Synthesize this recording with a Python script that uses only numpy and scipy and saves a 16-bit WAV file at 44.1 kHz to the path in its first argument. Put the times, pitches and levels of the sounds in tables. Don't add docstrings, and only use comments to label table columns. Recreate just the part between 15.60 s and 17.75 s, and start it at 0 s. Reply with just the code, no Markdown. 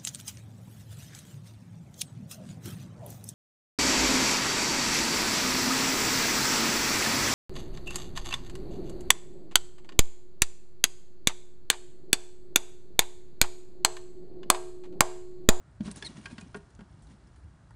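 import sys
import numpy as np
from scipy import signal
from scipy.fft import rfft, irfft, next_fast_len
from scipy.io import wavfile

SR = 44100
rng = np.random.default_rng(int(sys.argv[2]) if len(sys.argv) > 2 else 0)


def generate_wav(sig):
    pcm = np.round(np.clip(np.atleast_2d(sig).T, -1, 1) * 32767).astype(np.int16)
    wavfile.write(sys.argv[1], SR, pcm)


N = 94815
T = np.arange(N) / SR
CUTOFF_HZ = 10450

# t/s, level/dB, f/Hz, swell/s
BODY_LANDINGS = [(0.2010, -23, 208, 0.0071), (0.256, -32, 196, 0.0035), (0.271, -29.5, 201, 0.0085),
                 (0.288, -33, 183, 0.009), (0.318, -41.5, 164, 0.0079), (0.368, -46, 210, 0.0033),
                 (0.44, -64, 276, .005), (0.457, -46.5, 308, 0.0021), (0.491, -41.5, 238, .006),
                 (0.577, -36, 207, 0.0039), (0.593, -44.5, 238, 0.003), (0.725, -35.5, 228, 0.0034),
                 (0.781, -37, 217, 0.0038), (0.821, -39, 178, 0.0079), (0.862, -45, 244, 0.0035),
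                 (0.945, -38.5, 194.4, 0.0062), (0.966, -37.5, 202, 0.003), (1.19, -39, 208, 0.002),
                 (1.207, -41, 188, 0.012), (1.499, -53.5, 227, 0.0052), (1.535, -45.5, 192.5, 0.0042)]
# multiple of f, relative level/dB, t60/s, multiple of the swell
FLOOR_MODES = [(1.0, 0, 0.063, 1.05), (.8, -17.5, 0.17, 2.6), (1.5, -19, 0.11, 1.0),
               (2.95, -27.5, 0.095, 0.7)]


def body_thumps(hold_share=0.44):
    out, t = np.zeros(N), T[:SR // 4]
    for start, db, hz, swell_s in BODY_LANDINGS:
        for ratio, mode_db, t60, stretch in FLOOR_MODES:
            rise = np.clip(t / (swell_s * stretch), 0, 1) ** 2
            since_release = np.maximum(t - swell_s * (stretch + hold_share), 0)
            envelope = rise * decay(since_release, t60)
            add(out, start, from_db(db + mode_db) * envelope * np.sin(2 * np.pi * hz * ratio * t))
    return out


COLOUR_HZ = [400, 1500, 3500, 8000]
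# t/s, level/dB at each of the four COLOUR_HZ, ring f/Hz, ring level/dB, ring t60/s
TANK_KNOCKS = [(0.2055, -57, -56.5, -49, -60, 630, -59, .06), (0.28, -45, -47.5, -57, -71, 940, -44, 0.055),
               (0.423, -46.5, -47.5, -40, -44, 2340, -43, 0.044),
               (0.6557, -55, -39.5, -38.5, -47.5, 1610, -40, 0.11),
               (0.6574, -57, -52, -47, -52, 2472, -34, 0.028),
               (0.709, -58, -64, -67, -67, 2480, -54.5, 0.08),
               (0.7802, -53.5, -43.5, -40, -54.5, 1850, -47.5, 0.064),
               (0.812, -56, -59, -63, -65, 2470, -48.5, 0.058),
               (0.9436, -44, -46.5, -45, -55, 1448, -33, 0.057),
               (0.948, -43, -38, -57, -69, 406.7, -31, 0.081),
               (0.968, -44, -60, -53, -66, 1105, -54, 0.042), (1.19, -55.5, -52, -63, -66, 920, -51, 0.068),
               (1.206, -50, -55, -54.5, -64, 400, -57, 0.066),
               (2.1063, -70, -56.5, -82, -62, 920, -50, .04)]
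# f/Hz, level/dB relative to the colour, t60/s
TANK_MODES = [(402.6, 0.5, 0.14), (660.4, -14.5, 0.3), (923.5, -5, 0.11), (1108, -6.5, 0.088),
              (1448, -4.5, 0.078), (1610, -6, 0.081), (1850, -8, 0.067), (2360, -7, .035),
              (2480, -22, 0.014), (2690, -16.5, 0.043), (3104, -4.5, .035), (3630, -11.5, 0.024),
              (4450, -7.5, 0.042)]


def tank_knocks(rise_s=0.0019, ring_rise_cycles=2, scatter_gain=0.53):
    out, t = np.zeros(N), T[:SR // 3]
    edges = np.geomspace(280, 11000, 11)
    for start, *levels, lead_hz, lead_db, lead_t60 in TANK_KNOCKS:
        colour = list(zip(COLOUR_HZ, levels))
        modes = [(lead_hz, lead_db, lead_t60)]
        for hz, db, t60 in TANK_MODES:
            if abs(hz / lead_hz - 1) > 0.05:
                modes.append((hz, db + db_at(colour, hz), t60))
        for k, (hz, db, t60) in enumerate(modes):
            envelope = burst(t, rise_s + ring_rise_cycles / hz, t60)
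            add(out, start, (-1) ** k * from_db(db) * envelope * np.sin(2 * np.pi * hz * t))
        for low, high in zip(edges, edges[1:]):
            hz = np.sqrt(low * high)
            band = signal.butter(2, [low, high], "band", fs=SR, output="sos")
            scatter = unit_rms(signal.sosfilt(band, rng.standard_normal(len(t))))
            envelope = burst(t, rise_s, t60=0.05 * (1500 / hz) ** 0.14)
            add(out, start, scatter_gain * from_db(db_at(colour, hz)) * envelope * scatter)
    return wall_echoes(out, echo_db=-15.5, t60=0.35)


# t/s, f/Hz, level/dB, t60/s
YELPS = [(0.423, 1710, -28.5, 0.026), (0.44, 1750, -47.5, 0.067)]
# harmonic number, relative level/dB
YELP_HARMONICS = [(1, 3.5), (2, -1), (3, -7)]


def rodent_yelps(rise_s=0.0052, jitter=0.031):
    out, t = np.zeros(N), T[:SR // 10]
    for start, hz, db, t60 in YELPS:
        pitch = hz * (1 + jitter * drift(rate_hz=170)[:len(t)])
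        phase = 2 * np.pi * np.cumsum(pitch) / SR
        voice = sum(from_db(line_db) * np.sin(k * phase) for k, line_db in YELP_HARMONICS)
        add(out, start, from_db(db) * burst(t, rise_s, t60) * voice)
    return out


# t/s, f/Hz, level/dB
SQUEAK_CONTOUR = [(0.444, 4380, -57), (0.4489, 4283, -39), (0.456, 4346, -40), (0.46, 4147, -40.5),
                  (0.464, 4213, -35.5), (0.466, 4060, -38.5), (0.471, 3770, -38), (0.474, 3720, -43),
                  (0.478, 3980, -46), (0.481, 4100, -68)]
# multiple of f, relative level/dB
SQUEAK_LINES = [(.5, -13.5), (1, 0), (1.5, -17.5), (2, -16), (2.5, -31)]
# f/Hz, relative level/dB
RASP_SPECTRUM = [(1000, -24), (2000, -18), (3700, -7), (4700, -4), (5800, -2), (7000, -11), (8500, 16.5),
                 (9800, 7), (11000, -1)]


def rodent_squeak(jitter=0.0082, shimmer_db=2.5, rasp_db=-13.5):
    times, hz, db = np.transpose(SQUEAK_CONTOUR)
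    pitch = np.interp(T, times, hz) * (1 + jitter * drift(rate_hz=370))
    phase = 2 * np.pi * np.cumsum(pitch) / SR
    level = from_db(np.interp(T, times, db) + shimmer_db * drift(rate_hz=1050))
    sounding = (T > times[0]) * (T < times[-1])
    voice = sum(from_db(line_db) * np.sin(k * phase) for k, line_db in SQUEAK_LINES)
    return level * sounding * (voice + from_db(rasp_db) * noise(RASP_SPECTRUM))


# t/s, level/dB, t60/s, brightest f/Hz
SHAVING_SNAPS = [(0.243, -69, 0.05, 4500), (0.257, -52, 0.021, 2800), (0.266, -56, .03, 8000),
                 (0.283, -56, .02, 8300), (0.307, -49, 0.035, 4040), (0.313, -39, 0.039, 8900),
                 (0.359, -45, 0.048, 9600), (0.369, -49, 0.14, 6570), (0.81, -48.5, 0.032, 7000),
                 (0.959, -54.5, 0.069, 9300), (0.969, -53, 0.022, 8360), (1.104, -64, 0.03, 3780),
                 (1.15, -57.5, 0.017, 7320), (1.42, -64.5, 0.18, 8300), (1.469, -63, 0.053, 4200),
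                 (1.51, -66, 0.13, 3620), (1.67, -65, 0.043, 5000), (1.76, -61.5, 0.039, 1900),
                 (1.789, -69, 0.019, 8000), (2.107, -57, 0.0098, 4440)]


def shaving_snaps(rise_s=0.00079, width_octaves=0.18, broadband_db=-3):
    out, t = np.zeros(N), T[:SR // 10]
    hz = np.fft.rfftfreq(len(t), 1 / SR) + 1
    for start, db, t60, peak_hz in SHAVING_SNAPS:
        resonance = np.exp(-0.5 * (np.log2(hz / peak_hz) / width_octaves) ** 2)
        colour = resonance + from_db(broadband_db) * (hz < CUTOFF_HZ)
        crack = unit_rms(irfft(rfft(rng.standard_normal(len(t))) * colour))
        add(out, start, from_db(db) * burst(t, rise_s, t60) * crack)
    return out


# t/s, level/dB
STIRRING = [(0.0, -79), (0.19, -76), (0.235, -62), (0.262, -47), (0.30, -56.5), (0.338, -61.5),
            (0.375, -52), (0.405, -59.5), (0.455, -50.5), (0.478, -55.5), (0.495, -53), (0.545, -60.5),
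            (0.575, -54), (0.625, -61), (0.65, -56.5), (0.69, -61.5), (0.715, -52.5), (0.75, -62),
            (0.82, -60.5), (0.88, -66.5), (1.0, -69), (1.15, -72.5), (1.36, -71), (1.43, -71.5),
            (1.455, -71), (1.515, -64), (1.56, -72.5), (1.76, -72), (1.87, -74.5), (2.15, -75.5)]
# f/Hz, relative level/dB
SHAVINGS_SPECTRUM = [(300, 16), (500, 3), (950, 4.5), (1300, 1.5), (1700, 3.5), (2100, 2.5), (2450, 0),
                     (2900, 1), (4300, 0.5), (5500, -1.5), (8000, -6), (9500, -1.5), (11000, -28)]


def shavings_rustle(clicks_per_s=4000, spread_db=5, ring_cycles=19, crackle_db=-6, slide_db=-2.5):
    sizes = from_db(spread_db * np.minimum(rng.exponential(1, N), 4))
    signs = rng.choice([-1, 1], N)
    clicks = sizes * signs * (rng.random(N) < clicks_per_s / SR)
    pitches = np.geomspace(900, 10200, 24)
    pitch_index = rng.integers(0, len(pitches), N)
    crackle = np.zeros(N)
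    for k, hz in enumerate(pitches):
        radius = decay(1 / SR, t60=ring_cycles / hz)
        resonator = [1, -2 * radius * np.cos(2 * np.pi * hz / SR), radius ** 2]
        ring = signal.lfilter([1, 0, -1], resonator, clicks * (pitch_index == k) + 1e-18)
        crackle += hz * from_db(db_at(SHAVINGS_SPECTRUM, hz)) * ring
    slide = from_db(slide_db) * noise(SHAVINGS_SPECTRUM)
    return from_db(over_time(STIRRING)) * (from_db(crackle_db) * unit_rms(crackle) + slide)


# f/Hz, relative level/dB
DRAG_SPECTRUM = [(70, -32.5), (150, 5), (220, -4.5), (330, -4), (480, -16.5), (1000, -16.5), (2000, -35)]


def body_drag(level_db=-52.5, at_stir_db=-55.5, follow=0.69):
    swing_db = follow * (over_time(STIRRING) - at_stir_db)
    return from_db(level_db + swing_db) * noise(DRAG_SPECTRUM)


def wall_echoes(sound, echo_db, t60):
    t = T[:SR // 3]
    echoes = rng.standard_normal(len(t)) * burst(t, rise_s=0.0029, t60=t60)
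    echoes /= np.linalg.norm(echoes)
    return sound + from_db(echo_db) * signal.fftconvolve(sound, echoes)[:N]


# f/Hz, relative level/dB
ROOM_SPECTRUM = [(20, -27.5), (40, -5), (60, 3.5), (80, 0), (110, -2), (160, -7.5), (220, -16.5),
                 (320, -22), (480, -28), (630, -23.5), (1000, -27), (1550, -26.5), (2700, -42.5),
                 (5000, -44.5), (9000, -45.5), (10800, -64)]
# t/s, relative level/dB
RUMBLE_SWELLS = [(0.0, -7), (0.16, 1.5), (0.22, 5.5), (0.34, 2), (0.5, -3.5), (0.95, 1), (1.25, -1),
                 (1.34, 4.5), (1.45, 2), (1.72, -1.5), (1.85, 5), (1.98, -3.5), (2.15, 3)]


def room_tone(level_db=-54, rumble_top_hz=139):
    air = noise(ROOM_SPECTRUM)
    rumble = signal.sosfiltfilt(signal.butter(3, rumble_top_hz, fs=SR, output="sos"), air)
    hiss = air - rumble
    return from_db(level_db) * (hiss + rumble * from_db(over_time(RUMBLE_SWELLS)))


def from_db(db):
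    return 10 ** (np.asarray(db) / 20)


def unit_rms(x):
    return x / np.sqrt(np.mean(x ** 2) + 1e-20)


def db_at(spectrum, hz):
    freqs, db = np.transpose(spectrum)
    return np.interp(np.log(hz + 1e-3), np.log(freqs), db)


def over_time(points):
    return np.interp(T, *np.transpose(points))


def noise(spectrum):
    size = next_fast_len(N)
    gains = from_db(db_at(spectrum, np.fft.rfftfreq(size, 1 / SR)))
    return unit_rms(irfft(rfft(rng.standard_normal(size)) * gains)[:N])


def drift(rate_hz):
    lowpass = signal.butter(2, rate_hz, fs=SR, output="sos")
    return unit_rms(signal.sosfilt(lowpass, rng.standard_normal(N)))


def decay(t, t60):
    return np.exp(-np.log(1000) * t / t60)


def burst(t, rise_s, t60):
    return np.sin(np.pi / 2 * np.clip(t / rise_s, 0, 1)) ** 2 * decay(t, t60)


def add(out, start_s, sound):
    i = int(start_s * SR)
    out[i:i + len(sound)] += sound[:N - i]


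def scene():
    scuffle = wall_echoes(shavings_rustle() + rodent_yelps() + rodent_squeak(), echo_db=-8, t60=0.021)
    return (body_thumps() + body_drag() + tank_knocks() + shaving_snaps() + scuffle + room_tone())[None]


def record(dry):
    return signal.sosfilt(signal.ellip(8, 0.5, 60, CUTOFF_HZ, fs=SR, output="sos"), dry)


dry = scene()
out = record(dry)
generate_wav(out)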